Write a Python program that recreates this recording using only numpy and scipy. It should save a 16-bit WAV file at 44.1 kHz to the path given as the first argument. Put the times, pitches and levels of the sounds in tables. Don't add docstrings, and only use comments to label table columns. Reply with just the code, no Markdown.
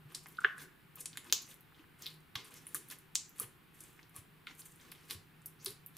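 import sys
import numpy as np
from scipy import signal
from scipy.fft import rfft, irfft
from scipy.io import wavfile
from scipy.ndimage import uniform_filter1d

SR = 44100
rng = np.random.default_rng(int(sys.argv[2]) if len(sys.argv) > 2 else 0)


def makeup_ratio(level_db):
    decades = np.asarray(level_db, float) / 20
    return 10 ** decades


def wrap_up_sound(samples):
    columns = np.atleast_2d(samples).T
    tamed = np.clip(columns, -1, 1)
    steps = np.round(tamed * 32767).astype(np.int16)
    wavfile.write(sys.argv[1], SR, steps)


N = 263277
LEFT_RIGHT = np.array([[1], [-1]])


def rms_one(x):
    return x / np.sqrt(np.mean(x ** 2) + 1e-30)


def at_hz(points, hz, column=1):
    points = np.array(points)
    return np.interp(np.log(hz), np.log(points[:, 0]), points[:, column])


def band(x, low_hz, high_hz):
    sos = signal.butter(2, [low_hz, min(high_hz, .45 * SR)], "band", fs=SR, output="sos")
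    return signal.sosfilt(sos, x)


def smooth_noise(shape, size):
    return rms_one(uniform_filter1d(rng.standard_normal(shape), size=size))


def ring(clicks, hz, t60_s):
    r = makeup_ratio(-60 / (t60_s * SR))
    w = 2 * np.pi * hz / SR
    return signal.lfilter([0, np.sin(w)], [1, -2 * r * np.cos(w), r * r], clicks + 1e-18)


def add(out, crest_s, peak_db, hz, rise_s, phase):
    t = np.arange(int(5 * rise_s * SR) + 2) / SR
    start = max(round((crest_s - rise_s) * SR), 0)
    swell = (t / rise_s * np.exp(1 - t / rise_s)) ** 3
    wave = makeup_ratio(peak_db) * swell * np.cos(2 * np.pi * hz * (t - rise_s) + phase)
    out[start:start + len(t)] += wave[:N - start]


# peak t/s, level/dB, f/Hz, Q
AIR_POCKETS = [(.1214, -48.5, 1300, 2.9), (.4578, -40, 1610, 5), (.2596, -37, 1370, 0.86),
               (.2658, -43, 1960, 3.3), (.385, -39, 1410, 6.8), (.389, -25.5, 1410, 10),
               (.441, -25, 1500, 6.5), (.4477, -9, 1600, 5), (.4515, -35, 1650, 2.1),
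               (.974, -50, 1193, 4.8), (1.0579, -47.5, 2520, 7.8), (1.1572, -47, 1580, 5.1),
               (1.1738, -33, 1770, 2.7), (1.2511, -49, 1577, 3.3), (1.299, -51, 2180, 2.4),
               (1.3262, -33, 1712, 3), (1.7232, -50.5, 1484, 2.9), (2.0674, -48, 2446, 7.6),
               (2.356, -24.5, 2114, 1.45), (2.6685, -43, 2330, 1.6), (2.7468, -34, 1630, 4.3),
               (2.909, -56, 1390, 1.25), (3.155, -34.5, 2030, 0.8), (3.4031, -46, 1270, 2.9),
               (3.993, -42.5, 1950, 2), (4.471, -35.5, 2200, 5.4), (4.472, -40, 1410, 9.1),
               (4.9216, -37.5, 2270, 1.3), (5.1094, -45, 1815, 2.4), (5.6639, -42, 1373, 2),
               (.259, -46.5, 5330, 2.3), (.371, -44, 3800, 2.7), (.446, -22.5, 2840, 3.3),
                 (1.0581, -28.5, 4730, 1.4), (1.131, -39.5, 3860, 2), (1.1733, -32, 3600, 2.9),
                 (1.1725, -36, 7065, 8), (1.299, -38, 3760, 2.1), (1.3256, -10.5, 3950, 1.84),
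                 (1.3256, -12, 6530, 4.9), (.4475, -30, 1094, 1.4), (1.5137, -44, 3440, 3),
                 (1.7463, -52, 3360, 3.7), (1.8422, -48.5, 1520, 2.4), (2.3585, -25.5, 4830, 1.45),
                 (2.542, -39, 6560, 1.3), (2.903, -39, 4400, 2.4), (2.912, -33.5, 5460, 1.9),
                 (3.155, -22.5, 4530, 2.2), (3.155, -11.5, 6910, 2.67), (3.399, -37, 6400, 3.5),
                 (4.0304, -45.5, 4470, 1.7), (4.8, -51, 3470, 2.8), (5.1, -31.5, 4300, 1.8),
                 (5.1094, -25, 3940, 2.03), (5.4599, -44, 6250, 4.6), (5.6468, -38, 5740, 1.8),
                 (5.66, -35, 4260, 2.4), (5.9684, -36, 5240, 1.2)]


def pockets():
    return AIR_POCKETS


# peak t/s, level/dB, f/Hz
FILMS = [(1.0046, -37, 11000), (1.1729, -27, 10440), (1.325, -20, 9810), (1.3257, -13, 14200),
         (1.3287, -32, 14000), (1.4208, -36.5, 12000), (1.6086, -42.5, 12500), (2.0215, -35, 12800),
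         (2.0646, -32, 13000), (2.354, -34, 12200), (2.446, -39, 10200), (2.6881, -42, 10620),
         (2.7465, -16.5, 10600), (2.751, -34, 10060), (2.9012, -33, 10300), (3.1512, -28, 8000),
         (3.155, -30.5, 12500), (3.153, -30, 15400), (3.294, -40.5, 12640), (3.3992, -15.5, 10760),
         (4.1639, -29, 10060), (5.105, -34, 11070), (5.6469, -26, 13300), (5.66, -20, 10170),
         (5.6886, -43, 11750), (5.706, -33, 10800), (5.863, -29, 12660), (5.9684, -35, 12010)]


def films():
    film_q = 4.2
    return [(*film, film_q) for film in FILMS]


# middle slip t/s, level/dB, f/Hz, lean/dB (+ late slip stronger, - early)
TEARS = [(0.1484, -27, 4680, 5), (0.1501, -24, 8640, -1), (0.27, -40, 11300, -5), (0.2865, -37, 12700, -6),
         (.958, -31.5, 12800, -6), (1.011, -34, 7260, 3), (1.0086, -28, 9900, -11),
         (1.0596, -24.5, 8670, -11.5), (1.0615, -40, 6520, -1), (2.0233, -34.5, 6340, 0),
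         (2.06, -30, 4040, 1), (2.066, -27.5, 3880, 1), (2.3566, -25, 3840, -6), (2.751, -31, 6930, -7),
         (2.8866, -36.5, 12000, 5), (2.9143, -31.5, 11340, -12), (3.8069, -46, 6250, -7),
         (3.8085, -35.5, 9800, -13), (4.1577, -39, 11700, -4.5), (4.4703, -34.5, 3500, 0.5),
         (4.594, -38, 10200, 10), (4.917, -44.5, 4460, 10), (4.9184, -31.5, 11300, 1),
         (5.1096, -23.5, 10750, -1.7), (5.4598, -25.5, 12000, 11), (5.663, -25, 4400, 0)]


def tears():
    gap_s, loss_db, detune, tear_q = .0021, 11.5, 0.028, 3
    slips = []
    for s, db, hz, lean_db in TEARS:
        for side in (-1, 0, 1):
            late, off = rng.uniform(-1, 1, 2)
            slip_s = s + side * gap_s * (1 + 0.28 * late)
            slip_db = db - abs(side) * loss_db + side * lean_db
            slips.append((slip_s, slip_db, hz * (1 + abs(side) * detune * off), tear_q))
    return slips


# peak t/s, level/dB
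THREADS = [(.1229, -45), (.2394, -47), (.3222, -48), (0.406, -40), (0.582, -38), (1.2453, -42),
           (1.5007, -49), (1.5424, -39), (2.142, -46.5), (2.392, -48), (2.453, -42), (2.541, -36.5),
           (2.987, -39), (3.385, -36), (3.431, -39), (3.745, -48), (3.792, -47), (3.8386, -37),
           (2.657, -50), (2.635, -60), (3.93, -52.5), (4.0955, -46.5), (2.471, -53), (4.528, -55),
           (4.5517, -46), (4.657, -48), (4.7207, -46), (4.76, -45), (5.0941, -52), (5.419, -50.5)]


def threads():
    thread_hz, detune, thread_q = 10500, .08, 3.6
    offs = rng.uniform(-2.8, 1, len(THREADS))
    return [(s, db, thread_hz * (1 + detune * off), thread_q) for (s, db), off in zip(THREADS, offs)]


# peak t/s, level/dB, f/Hz, Q
MORE_BURSTS = [(.395, -45, 1360, 9.2), (.419, -38.5, 1420, 6.4), (.581, -40, 1650, 5), (1.795, -52, 2900, 3.3),
               (2.037, -40.5, 4000, 2.5), (2.075, -40, 3820, 8.2), (2.086, -45.5, 3700, 4), (2.205, -55, 9300, 4),
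               (2.508, -49, 8800, 4), (2.571, -44, 11570, 4.1), (2.6688, -31, 9850, 7.9),
               (2.678, -38, 13500, 3.3), (4.186, -47, 10850, 5), (4.4702, -41, 9000, 1.1), (4.488, -46, 2040, 5),
               (4.498, -46, 2300, 3.4), (4.513, -48, 2800, 1.8), (4.528, -52, 2150, 5), (4.607, -40, 9400, 6),
               (4.619, -44, 4560, 3), (6.3, -45, 1700, 3.7), (4.813, -48, 7560, 3), (4.904, -55.5, 3704, 2),
               (4.951, -50.5, 3500, 4), (6.7, -49, 4700, 7.7), (5.681, -35.5, 4040, 4.5), (5.728, -55, 4600, 5)]


def more_bursts():
    return list(MORE_BURSTS)


def pops():
    air = np.zeros(N)
    for s, peak_db, hz, q in pockets() + films() + tears() + threads() + more_bursts():
        phase = rng.uniform(-.7, .7)
        add(air, s, peak_db - .4, hz, 0.45 * q / hz, phase)
        add(air, s, peak_db - 17.5, hz, 0.44 / hz, phase)
    return signal.sosfilt(signal.butter(3, 950, "high", fs=SR, output="sos"), air)


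def crackle(level, per_s, low_hz, high_hz, cycles, spread_db):
    clumps = makeup_ratio(2.5 * smooth_noise(N, 250))
    sizes = clumps * makeup_ratio(spread_db * np.minimum(rng.exponential(1, N), 3)) * rng.choice([-1, 1], N)
    snaps = sizes * (rng.random(N) < per_s / SR)
    dealt = rng.integers(0, 14, N)
    grains = np.zeros(N)
    for k, hz in enumerate(np.geomspace(low_hz, high_hz, 14)):
        grains += ring(snaps * (dealt == k), hz, cycles / hz)
    return level * rms_one(band(grains, 1.15 * low_hz, 1.1 * high_hz))


# crest t/s, length/s, fine crackle level/dB, coarse squelch level/dB
PULLS = [(.123, 0.09, -72, -63), (.238, 0.023, -65, -70), (.615, 0.12, -61.5, -57),
         (.976, 0.045, -71, -61.5), (1.006, 0.059, -55, -60.5), (1.51, 0.11, -62.5, -64),
         (1.79, 0.13, -86.5, -68.5), (2.012, 0.075, -67, -62), (2.473, 0.088, -67.5, -63),
         (2.922, 0.064, -58.5, -52.5), (3.396, 0.12, -64.5, -61.5), (3.425, 0.082, -58, -55),
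         (3.985, 0.18, -92, -76), (4.174, 0.089, -62.5, -60.5), (4.57, 0.096, -72, -77),
         (4.602, 0.044, -56, -65), (4.662, 0.033, -60.5, -66), (5.06, 0.48, -75.5, -68),
         (5.12, 0.084, -55.5, -53), (5.965, 0.079, -74, -66)]
# crest t/s, length/s, fine crackle level/dB, coarse squelch level/dB
SETTLES = [(.15, 0.083, -67, -62), (.29, 0.22, -73, -69), (.415, 0.2, -76, -63), (1.06, 0.055, -72, -74),
           (1.136, 0.17, -81, -65), (1.265, 0.41, -70.5, -63.5), (2.043, .17, -65, -63),
           (2.368, 0.13, -71, -56.5), (2.52, 0.2, -68, -61.5), (2.69, 0.54, -70.5, -67.5),
           (2.748, 0.042, -51, -53.5), (3.765, 0.39, -71.5, -71.5), (3.81, 0.14, -77, -72),
           (4.482, 0.088, -74.5, -57.5), (4.655, 0.33, -71, -73.5), (4.81, 0.26, -82, -67),
           (5.63, 0.17, -67.5, -65.5), (5.67, 0.096, -60, -63.5)]


def peeling():
    t = np.arange(N) / SR
    fine, coarse = np.zeros((2, N))
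    for moves, rise in (PULLS, 0.54), (SETTLES, 0.11):
        for crest_s, length_s, fine_db, coarse_db in moves:
            knots_s = [-rise * length_s, 0, (1 - rise) * length_s]
            swell = np.sin(np.interp(t - crest_s, knots_s, [0, np.pi / 2, np.pi])) ** 2
            fine += makeup_ratio(fine_db + 2.5) * swell
            coarse += makeup_ratio(coarse_db - 1.5) * swell
    top = crackle(fine, 9000, 6500, 15500, cycles=8, spread_db=3)
    middle = crackle(coarse, 4000, 1150, 6500, cycles=8, spread_db=3.3)
    rumble = crackle(coarse * makeup_ratio(-7.0), 700, 110, 570, cycles=4.5, spread_db=0.5)
    return top + middle + rumble


# start t/s, length/s, level/dB rms, first f/Hz, last f/Hz
SQUEEZES = [
    (1.245, 0.053, -63.5, 1250, 1140),
    (2.01, .09, -60.5, 4800, 3596),
    (2.495, .05, -71, 1200, 1140),
    (2.55, 0.045, -60.5, 6500, 6100),
    (3.41, .08, -69, 1170, 1240),
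    (4.14, .05, -67, 1106, 1120),
    (4.56, .06, -75, 11000, 8400),
    (4.8, .05, -74, 4950, 7630),
    (5.59, .06, -65, 4740, 7560),
]


def squeezes():
    slit_q = 4.5
    out = np.zeros(N)
    for s, length_s, db, first_hz, last_hz in SQUEEZES:
        u = np.linspace(0, 1, int(length_s * SR))
        flutter = smooth_noise((2, SR // 4), int(SR * slit_q / first_hz / 2))[:, :len(u)]
        phase = 2 * np.pi * np.cumsum(first_hz + (last_hz - first_hz) * u) / SR
        breath = flutter[0] * np.cos(phase) + flutter[1] * np.sin(phase)
        start = int(s * SR)
        out[start:start + len(u)] += makeup_ratio(db) * np.sin(np.pi * u ** .7) * breath
    return out


# f/Hz, level/dB, t60/s
TABLE_MODES = [(406.7, -48.5, 0.06), (1120, -37.5, .04), (1250, -40.5, 0.032)]


def table_top(x):
    return x + sum(makeup_ratio(db) * ring(x, hz, t60_s) for hz, db, t60_s in TABLE_MODES)


# t/s, level/dB, f/Hz, t60/s
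THUDS = [(0.042, -54, 133, 0.1), (0.446, -43, 406, 0.034), (1.268, -59.5, 350, 0.13),
         (1.325, -50.5, 406, 0.04), (1.79, -56, 301, 0.065), (2.35, -52.5, 109, 0.083),
         (2.358, -51, 1130, 0.035), (2.749, -47.5, 1160, 0.025), (3.398, -48, 1200, 0.03),
         (4.157, -58, 1116, 0.038), (3.41, -52, 443, 0.05), (3.429, -58, 400, .04),
         (3.428, -53, 119, 0.1014), (4.179, -54, 109, 0.078), (5.104, -70, 392, .08),
         (5.146, -47.5, 98.5, 0.082), (5.661, -48.5, 391, 0.089), (5.668, -58, 123, 0.15)]


def thuds():
    out = np.zeros(N)
    for s, peak_db, hz, t60_s in THUDS:
        add(out, s + t60_s / 6, peak_db + 1.5, hz, t60_s / 6, 0)
        add(out, s + t60_s / 2.2, peak_db - 9, hz * 1.07, t60_s / 4, 0)
    return out * (1 + 0.37 * smooth_noise(N, 300))


# delay t/s, level/dB
ECHOES = [(.0009, -21), (.0022, -15), (.0036, -13), (.0052, -15), (.0064, -19), (.008, -18), (0.0105, -19),
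          (0.015, -26)]
# f/Hz, level/dB, t60/s
ROOM_TAIL = [(475, -12, 0.36), (1200, -26, 0.47), (1650, -28.5, 0.5), (2300, -22.5, 0.33),
             (3500, -18, 0.24), (6930, -20, 0.32), (12000, -19, 0.18)]


def room(x):
    t = np.arange(SR // 2) / SR
    lumps = makeup_ratio(2.42 * rng.standard_normal(len(t)))
    mid, side = rng.standard_normal((2, 2, 1, len(t))) * lumps
    white = mid + 0.43 * side * LEFT_RIGHT
    edges_hz = 350 * 2 ** np.arange(0, 6, .5)
    tail = 0
    for k, (low_hz, high_hz) in enumerate(zip(edges_hz, edges_hz[1:])):
        hz = np.sqrt(low_hz * high_hz)
        decay_db = at_hz(ROOM_TAIL, hz) - 15.5 - 60 * t / at_hz(ROOM_TAIL, hz, column=2)
        tail = tail + band(white[k % 2], low_hz, high_hz) * makeup_ratio(decay_db)
    tail = tail * np.clip(t / 0.003, 0, 1) ** 2
    tail[:, 0] += 1
    for s, echo_db in ECHOES:
        smear = np.exp(-np.clip(t - s, 0, 1) / 0.00054) * (t >= s)
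        tail += makeup_ratio(echo_db - 9.5) * smear * white[0]
        tail[:, round(s * SR)] += makeup_ratio(echo_db - 10.5)
    return signal.fftconvolve(x[None], tail, axes=1)[:, :N]


# t/s, level/dB rms
HUM = [(0.0, -59.5), (0.55, -68.5), (0.61, -59), (0.73, -72.5), (1.11, -62), (1.26, -77.5), (2.08, -68.5),
       (2.18, -55), (2.28, -76), (3.139, -65), (3.37, -71.5), (5.97, -63)]


def hum():
    hum_hz = 154
    s, level_db = np.transpose(HUM)
    t = np.arange(N) / SR
    shared, left, right = smooth_noise((3, N), 2500)
    phase = 2 * np.pi * hum_hz * t + 0.81 * shared + 0.25 * np.array([left, right])
    return np.sqrt(2) * makeup_ratio(np.interp(t, s, level_db) - 2.0) * np.sin(phase)


# f/Hz, level/dB per Hz
FLOOR = [(15, -13), (25, -11), (76, -8), (156, -2), (200, -8), (389, -9), (584, -22), (766, -16),
         (1470, -14.5), (2700, -18), (4000, -24.5), (6210, -36.5), (10000, -29), (16000, -24)]
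# f/Hz, likeness/1
LIKENESS = [(30, .3), (130, 0.67), (290, 0.57), (640, 0.13), (1410, 0.59), (3100, 0.46), (6820, 0.88),
            (15000, 0.26)]


def background():
    floor_db = -63
    hz = np.maximum(np.arange(N // 2 + 1) * SR / N, 10)
    mid, side = rfft(rng.standard_normal((2, N))) * makeup_ratio(at_hz(FLOOR, hz))
    alike = np.clip(at_hz(LIKENESS, hz), 0, 1)
    both = np.sqrt(1 + alike) * mid + np.sqrt(1 - alike) * side * LEFT_RIGHT
    return makeup_ratio(floor_db) * rms_one(irfft(both, N))


def scene():
    slime = room(table_top(pops() + peeling() + squeezes()))
    treble = band(np.roll(slime.mean(axis=0), 1), 8000, SR / 2)
    treble_side = makeup_ratio(-23) * treble * LEFT_RIGHT
    return slime + treble_side + thuds() + hum() + background()


def roll_off(x):
    return signal.sosfilt(signal.butter(12, 17160, fs=SR, output="sos"), x)


def low_pass(x, stop_hz):
    return signal.sosfiltfilt(signal.cheby2(10, 40, stop_hz, fs=SR, output="sos"), x)


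def record(dry):
    steady = low_pass(dry, 16200)
    full = low_pass(dry, 16750)
    treble_power = np.diff(steady, 2, prepend=0, append=0).mean(axis=0) ** 2
    usual = uniform_filter1d(treble_power, size=900, origin=449)
    sudden = uniform_filter1d(treble_power, size=40) > 90 * usual
    keep = np.clip(30 * uniform_filter1d(1. * sudden, size=300), 0, 1)
    mix = steady + (full - steady) * keep
    return roll_off(mix)


dry = scene()
out = record(dry)
wrap_up_sound(out)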